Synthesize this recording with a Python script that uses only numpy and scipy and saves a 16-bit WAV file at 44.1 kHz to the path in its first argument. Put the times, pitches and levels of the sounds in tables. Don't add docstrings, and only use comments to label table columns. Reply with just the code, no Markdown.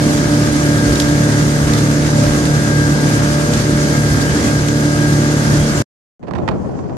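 import sys
import numpy as np
from scipy import signal
from scipy.io import wavfile
from scipy.ndimage import uniform_filter1d

SR = 44100
rng = np.random.default_rng(int(sys.argv[2]) if len(sys.argv) > 2 else 0)


def store_pcm(level_fs):
    pcm = np.round(np.clip(level_fs, -1, 1) * 32767).astype(np.int16)
    wavfile.write(sys.argv[1], SR, np.atleast_2d(pcm).T)


N = 307361
TIME_S = np.arange(N) / SR
CUT_S, RESUME_S = 5.822, 6.195
FIRING_ORDER, HOWL_ORDER, WHINE_ORDER = 4, 16, 44

# (time [s], four-stroke cycle rate [Hz])
CYCLE_RATE = [(0.0, 36.89), (0.45, 36.9), (0.89, 36.74), (1.19, 36.83), (1.34, 36.71), (1.78, 36.74),
              (1.93, 36.94), (2.83, 36.67), (3.12, 36.72), (3.57, 36.94), (3.87, 36.84), (4.16, 36.55),
              (4.76, 36.76), (5.06, 36.83), (5.65, 36.75), (5.8, 36.9)]
# (order, relative level [dB])
EXHAUST_ORDERS = [(1, -28.5), (2, -11), (3, -10.5), (4, 0), (5, -12.5), (6, -16.5), (7, -14.5), (8, -3),
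                  (9, -18), (10, -15), (11, -19.5), (12, -19.5), (13, -15.5), (14, -21), (15, -18),
                  (16, -12), (17, -32.5), (18, -24), (19, -21), (20, -37), (21, -31.5), (22, -29.5),
                  (23, -38.5), (24, -25.5), (25, -27), (26, -28.5)]
# (frequency [Hz], level per order [dB])
BUZZ_SPECTRUM = [(980, -58.5), (1080, -54.5), (1200, -41), (1350, -47.5), (1560, -44.5), (1850, -62),
                 (2200, -52.5), (2500, -64)]
# (time [s], level [dB])
FIRING_LEVEL = [(0, -16.5), (.7, -18), (1.3, -17), (2.4, -16.5), (4.85, -18.5), (5.15, -15.5), (5.8, -16)]
# (time [s], relative level [dB])
OCTAVE_LEVEL = [(0.0, -22.5), (0.89, -19), (1.04, -22.1), (3.12, -22), (3.42, -26), (4.61, -21.5),
                (5.8, -24.5)]
# (time [s], level [dB])
HOWL_LEVEL = [(0.0, -26), (1.93, -30), (2.23, -23.5), (2.38, -30.5), (2.83, -30), (3.42, -25),
              (3.87, -27.5), (4.16, -34), (4.31, -31.5), (5.06, -28.5), (5.8, -29)]
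# (time [s], relative level [dB])
WHINE_LEVEL = [(0.0, -33), (0.15, -34), (0.89, -30), (1.78, -35.5), (1.93, -37), (2.08, -33.7), (2.83, -27),
               (3.72, -32.5), (4.31, -29), (4.76, -34.7), (5.06, -26.5), (5.21, -34), (5.8, -32.9)]
# (blade-rate harmonic, level [dB])
BLADE_HARMONICS = [(1, -24.5), (2, -25.5), (3, -43)]
# (frequency [Hz], left lead [rad], left-right [dB])
TONE_STEREO = [(70, .02, -1), (150, .07, -.5), (295, 0.36, -3), (474, .2, 2.5), (583, 1.2, -2),
               (704, 0.75, 0), (830, 0.43, -4.5), (1180, 2.22, 2.5), (1620, 2.57, 8)]

# (time [s], relative level [dB])
WAKE_LEVEL = [(0.0, -27.5), (0.3, -29), (0.89, -27.5), (1.78, -27), (2.83, -28), (4.31, -28.0), (4.46, -26),
              (4.76, -32), (5.06, -27.5), (5.8, -29)]
# (frequency [Hz], relative density [dB])
ROAR_SPECTRUM = [(25, -23.5), (42, -2), (65, -5.5), (120, 2), (200, 2), (320, 1), (450, -9), (650, -11),
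                 (900, -21.5), (1400, -26.5)]
# (frequency [Hz], relative density [dB])
RUSH_SPECTRUM = [(450, -8), (750, -1.5), (1050, -1), (1600, 3.5), (2100, -4), (2600, -6), (3600, -11.5),
                 (5500, -26.5)]
# (frequency [Hz], relative density [dB])
SPRAY_SPECTRUM = [(1800, -15), (2800, -3), (3700, -1.5), (4900, 1.5), (6300, 2), (7800, -0.5),
                  (10000, -18.5), (12500, -20.5), (14500, -30)]
# (frequency [Hz], correlation [-1..1])
WAKE_CORRELATION = [(60, 0.7), (150, 0.7), (320, 0.98), (650, 0.3), (950, 0.1), (1350, -0.19),
                    (2100, -0.02), (3000, 0), (14000, 0)]
# (frequency [Hz], left-right [dB])
WAKE_PAN = [(60, -0.5), (370, 0), (800, -2), (1250, 0), (2300, 1), (4400, -4), (6200, 1), (7800, -10.5),
            (10000, -18.5), (13000, -26.5)]
# (time [s], relative level [dB], firing-note dip [dB])
WAVE_HITS = [(.865, -8.5, 6), (1.62, -13, 3), (2.245, -10, 5.5), (3.46, -16.5, -1), (3.71, -16.5, -1.5),
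             (4.09, -9.5, 1.5), (4.29, -19.5, 15.5), (5.57, -10.5, 1)]
# (time [s], relative level [dB], t60 [s])
SPLASH_HITS = [(0.952, -22.5, 0.2), (0.998, -13.5, 0.084), (1.48, -17.5, 0.046), (1.733, -16.5, 0.043),
               (1.785, -19, 0.018), (1.911, -15, 0.02), (2.066, -22, .012), (2.453, -12.5, 0.011),
               (3.323, -21, 0.046), (3.533, -17, 0.08), (3.696, -18, .012), (4.214, -17.5, 0.032),
               (4.44, -28, .06), (4.683, -18, 0.037)]
# (frequency [Hz], relative density [dB])
SPLASH_SPECTRUM = [(1200, -6.5), (3500, 9.5), (6500, 6.0), (9000, -5), (13000, -17.5)]

# (time [s], relative level [dB])
WIND_LEVEL = [(6.195, -40), (6.25, -32.5), (6.37, -27), (6.42, -19.5), (6.97, -24)]
# (frequency [Hz], relative density [dB])
WIND_SPECTRUM = [(25, -34), (45, -16), (70, -2.5), (130, 2), (280, -1.5), (500, -7.5), (800, -13),
                 (1200, -24.5), (2000, -41), (3500, -53)]
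# (frequency [Hz], relative left-right [dB])
WIND_PAN = [(60, 2), (200, 3.5), (500, -2), (900, -5), (3000, 2)]
# (time [s], relative level [dB], t60 [s])
SCUFF_HITS = [(6.229, -23.5, 0.046), (6.27, -25, .04), (6.281, -21, 0.034), (6.309, -15, 0.025),
              (6.336, -11, 0.015), (6.351, -14, 0.062), (6.382, -16.5, 0.032), (6.478, -2, 0.021),
              (6.485, -8.5, 0.044), (6.508, -26.5, 0.15), (6.692, -31, 0.019), (6.788, -23.5, 0.031),
              (6.839, -28, 0.018), (6.896, -19.5, 0.0086)]
# (frequency [Hz], width [Hz], relative gain [dB])
CAVITY_MODES = [(500, 670, 0.5), (1040, 330, 6.5), (1370, 230, -0.5), (1690, 360, -1.5), (2520, 850, -10.5),
                (3758, 370, -14), (4300, 490, -16.5), (6500, 5700, -27)]
# (frequency [Hz], width per stage [Hz], level [dB], left-right [dB])
MACHINE_MODES = [(1655, 100, -48, -4), (2042, 70, -42, -7), (2215, 20, -47.5, -3.5), (2617, 21, -56, 1),
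                 (3340, 30, -55.5, 0), (4904, 50, -44, 0), (5150, 60, -48.5, -1), (6270, 660, -40, 7.5)]
# (time [s], frequency [Hz], peak [dB], 1/e half-width [s])
MACHINE_SQUEAKS = [(3.953, 2100, -30, 0.013), (4.29, 3050, -35, .03), (4.464, 3320, -35, .04),
                   (5.63, 3280, -32.5, .035), (5.765, 7300, -28, .02)]
# (time [s], level [dB])
WASH_LEVEL = [(6.195, -77), (6.28, -65), (6.38, -60), (6.44, -59), (6.62, -53.5), (6.97, -56.5)]
# (frequency [Hz], relative density [dB])
WASH_SPECTRUM = [(1800, -5), (3500, -3), (5000, 5), (6300, 8), (8000, -5), (10000, -13), (13000, -36)]


def engine(cycle_rad, cycle_hz, drone_db=-18.5, waver_hz=6, jitter_rad=0.1):
    levels_db = {k: drone_db + db + 1.96 * drift(6.3) for k, db in EXHAUST_ORDERS}
    for order in range(len(EXHAUST_ORDERS) + 1, 64):
        levels_db[order] = at_hz(BUZZ_SPECTRUM, order * cycle_hz) + 4.0 * drift(7)
    muffle_db = sum(dip_db * stern_depth(hit_s) for hit_s, _, dip_db in WAVE_HITS)
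    levels_db[FIRING_ORDER] = curve(FIRING_LEVEL) - muffle_db + 1.44 * drift(waver_hz)
    levels_db[2 * FIRING_ORDER] = curve(OCTAVE_LEVEL) + 0.74 + 1.9 * drift(waver_hz)
    levels_db[HOWL_ORDER] = curve(HOWL_LEVEL) + 1.5 * drift(waver_hz)
    levels_db[WHINE_ORDER] = curve(WHINE_LEVEL) - 0.5 + 1.6 * drift(waver_hz)
    out = 0
    for order, level_db in levels_db.items():
        offset_rad = rng.uniform(0, 2 * np.pi) * (order % FIRING_ORDER > 0)
        phase_rad = order * cycle_rad + offset_rad + jitter_rad * drift(6.8)
        out += tone(phase_rad, order * cycle_hz, level_db)
    return out


def propeller(cycle_rad, cycle_hz, blades_per_cycle=3.058, uneven_db=1.0, jitter_rad=0.39):
    blade_rad = blades_per_cycle * cycle_rad + jitter_rad * drift(2.0)
    blade_hz = blades_per_cycle * cycle_hz
    return sum(tone(k * blade_rad, k * blade_hz, db + uneven_db * drift(8)) for k, db in BLADE_HARMONICS)


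def wake(cycle_rad, roar_db=-19.0, spray_db=-26.5, churn_db=0.9, surge_db=2, grain_db=0.56):
    strength_db = curve(WAKE_LEVEL) + churn_db * drift(7)
    swing_db = strength_db - strength_db.mean()
    depth = sum(stern_depth(hit_s) for hit_s, _, _ in WAVE_HITS)
    stereo = dict(correlation=WAKE_CORRELATION, balance=WAKE_PAN)
    roar = band_noise(ROAR_SPECTRUM, flicker_db=1.5, flicker_hz=10, **stereo)
    rush = band_noise(RUSH_SPECTRUM, flicker_db=1.34, flicker_hz=8, **stereo)
    spray = band_noise(SPRAY_SPECTRUM, flicker_db=1.09, flicker_hz=17, **stereo)
    puffs = 1 + 0.22 * np.cos(FIRING_ORDER * cycle_rad)
    crank_pulse = 1 + 0.2 * np.cos(2 * cycle_rad)
    roar *= from_db(roar_db + 0.62 * swing_db) * puffs
    rush *= from_db(strength_db - 0.14 + surge_db * depth) * crank_pulse
    spray *= from_db(spray_db + 0.6 * swing_db + 0.45 * depth + grain_db * drift(60))
    return roar + rush + spray


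def hull(gain_db=3.0, t60_s=0.3, band_hz=(50, 95)):
    shudder = butterworth(rng.standard_normal(N), band_hz, "band")
    running_rms = np.sqrt(uniform_filter1d(shudder ** 2, size=1000) + 1e-12)
    hits = [(hit_s, db + gain_db, t60_s) for hit_s, db, _ in WAVE_HITS]
    return shudder / running_rms * swells(hits, rise_s=0.03)


def stern_depth(hit_s, delay_s=0.13, half_width_s=0.067):
    return bump(hit_s + delay_s, half_width_s)


def splashes(grain_db=4.5):
    drops = band_noise(SPLASH_SPECTRUM, flicker_db=-1.2, flicker_hz=210, balance=WAKE_PAN)
    return drops * swells(SPLASH_HITS, rise_s=0.0014) * from_db(grain_db * drift(150))


def port_rumble(eddy_db=2.0, windward_db=3.5, thud_db=-14, thud_t60_s=0.21):
    eddies = np.array([drift(41), drift(49)])
    pressure = from_db(curve(WIND_LEVEL) + eddy_db * eddies) * pan(windward_db)
    thuds = [(hit_s, thud_db + 0.52 * db, thud_t60_s) for hit_s, db, _ in SCUFF_HITS]
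    pressure[1] += swells(thuds, rise_s=0.0022)
    return pressure * band_noise(WIND_SPECTRUM, flicker_db=0.5, flicker_hz=16, balance=WIND_PAN)


def scuffs(slips_per_s=1500, spread_db=3.5, catch_db=9.5, left_db=-26, top_hz=8000):
    slipping = rng.random(N) < slips_per_s / SR
    slips = slipping * from_db(spread_db * rng.standard_normal(N)) * rng.choice([-1, 1], N)
    force = unit_rms(slips) * swells(SCUFF_HITS, rise_s=0.002)
    for hit_s, level_db, _ in SCUFF_HITS:
        force[round(hit_s * SR)] += from_db(level_db + catch_db)
    ringing = sum((-1) ** k * from_db(db) * resonance(force, hz, width_hz)
                  for k, (hz, width_hz, db) in enumerate(CAVITY_MODES))
    dulled = butterworth(ringing, top_hz, "low")
    return unit_rms(dulled) * force.std() * from_db([[left_db], [0]])


def machinery(squeak_waver=0.022):
    out = 0
    for hz, width_hz, level_db, balance_db in MACHINE_MODES:
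        vibration = rng.standard_normal((2, N))
        ringing = resonance(resonance(vibration, hz, width_hz), hz, width_hz)
        out += unit_rms(ringing) * from_db(level_db) * pan(balance_db)
    for peak_s, hz, peak_db, half_width_s in MACHINE_SQUEAKS:
        phase_rad = 2 * np.pi * np.cumsum(hz * (1 + squeak_waver * drift(200))) / SR
        out += np.sin(phase_rad) * from_db(peak_db) * bump(peak_s, half_width_s)
    return out


def wash():
    return band_noise(WASH_SPECTRUM, flicker_db=3.5, flicker_hz=9.7) * from_db(curve(WASH_LEVEL))


def tone(phase_rad, hz, rms_db):
    lead_rad = at_hz(TONE_STEREO, hz) / 2 * np.array([[1], [-1]])
    balance_db = at_hz(TONE_STEREO, hz, column=2)
    return np.sqrt(2) * from_db(rms_db) * np.cos(phase_rad + lead_rad) * pan(balance_db)


def band_noise(spectrum, flicker_db, flicker_hz, correlation=None, balance=None):
    edges_hz = 22 * 2 ** np.arange(0, 9.7, 0.4)
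    white = rng.standard_normal((2, 2, N))
    out = 0
    for k, (low_hz, high_hz) in enumerate(zip(edges_hz, edges_hz[1:])):
        hz = np.sqrt(low_hz * high_hz)
        flicker = drift(flicker_hz)
        if high_hz < spectrum[0][0] or low_hz > spectrum[-1][0]:
            continue
        mid, side = butterworth(white[k % 2], [low_hz, high_hz], "band")
        alike = np.clip(at_hz(correlation, hz), -1, 1) if correlation else 0
        ports = np.sqrt(1 + alike) * mid + np.sqrt(1 - alike) * side * [[1], [-1]]
        balance_db = at_hz(balance, hz) if balance else 0
        out += ports * from_db(at_hz(spectrum, hz) + flicker_db * flicker) * pan(balance_db)
    return unit_rms(out)


def drift(corner_hz, hop=40):
    pole = np.exp(-2 * np.pi * hop * corner_hz / SR)
    noise = rng.standard_normal(N // hop + 2002)
    slow = signal.lfilter([1], [1, -2 * pole, pole ** 2], noise)[2000:]
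    return np.interp(np.arange(N) / hop, np.arange(len(slow)), unit_rms(slow))


def swells(events, rise_s):
    out = np.zeros(N)
    for start_s, level_db, t60_s in events:
        age_s = np.maximum(TIME_S - start_s, 0)
        attack = 1 - np.exp(-age_s / rise_s)
        out += attack * from_db(level_db - 60 * np.minimum(age_s / t60_s, 2))
    return out


def bump(peak_s, half_width_s):
    return np.exp(-np.minimum(((TIME_S - peak_s) / half_width_s) ** 2, 50))


def resonance(x, hz, width_hz):
    radius = np.exp(-np.pi * width_hz / SR)
    feedback = [1, -2 * radius * np.cos(2 * np.pi * hz / SR), radius ** 2]
    return signal.lfilter(np.array([1, 0, -1]) * (1 - radius ** 2) / 2, feedback, x + 1e-18)


def butterworth(x, edge_hz, kind, order=2):
    return signal.sosfilt(signal.butter(order, edge_hz, kind, fs=SR, output="sos"), x)


def curve(rows):
    return np.interp(TIME_S, *np.transpose(rows))


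def at_hz(rows, hz, column=1):
    table = np.array(rows)
    return np.interp(np.log(hz), np.log(table[:, 0]), table[:, column])


def pan(balance_db):
    return from_db(np.array([[1], [-1]]) * balance_db / 2)


def from_db(db):
    return 10 ** (np.asarray(db) / 20)


def unit_rms(x):
    return x / np.sqrt(np.mean(x ** 2) + 1e-20)


def scene(low_cut_hz=39):
    cycle_hz = curve(CYCLE_RATE)
    cycle_rad = 2 * np.pi * np.cumsum(cycle_hz) / SR
    drive = engine(cycle_rad, cycle_hz.mean()) + propeller(cycle_rad, cycle_hz.mean()) + machinery()
    fast = drive + wake(cycle_rad) + splashes() + hull()
    slow = port_rumble() + wash() + scuffs()
    fast, slow = butterworth([fast, slow], low_cut_hz, "high", order=4)
    fade_db = np.interp(TIME_S - CUT_S, [0, 0.003, 0.02, 0.04], [0, -27, -38, -140])
    return fast * from_db(fade_db) + slow * (TIME_S > RESUME_S)


def record(dry, cutoff_hz=13050):
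    rounded = dry / (1 + dry ** 8) ** (1 / 8)
    return signal.sosfilt(signal.ellip(10, 0.1, 80, cutoff_hz, fs=SR, output="sos"), rounded)


dry = scene()
out = record(dry)
store_pcm(out)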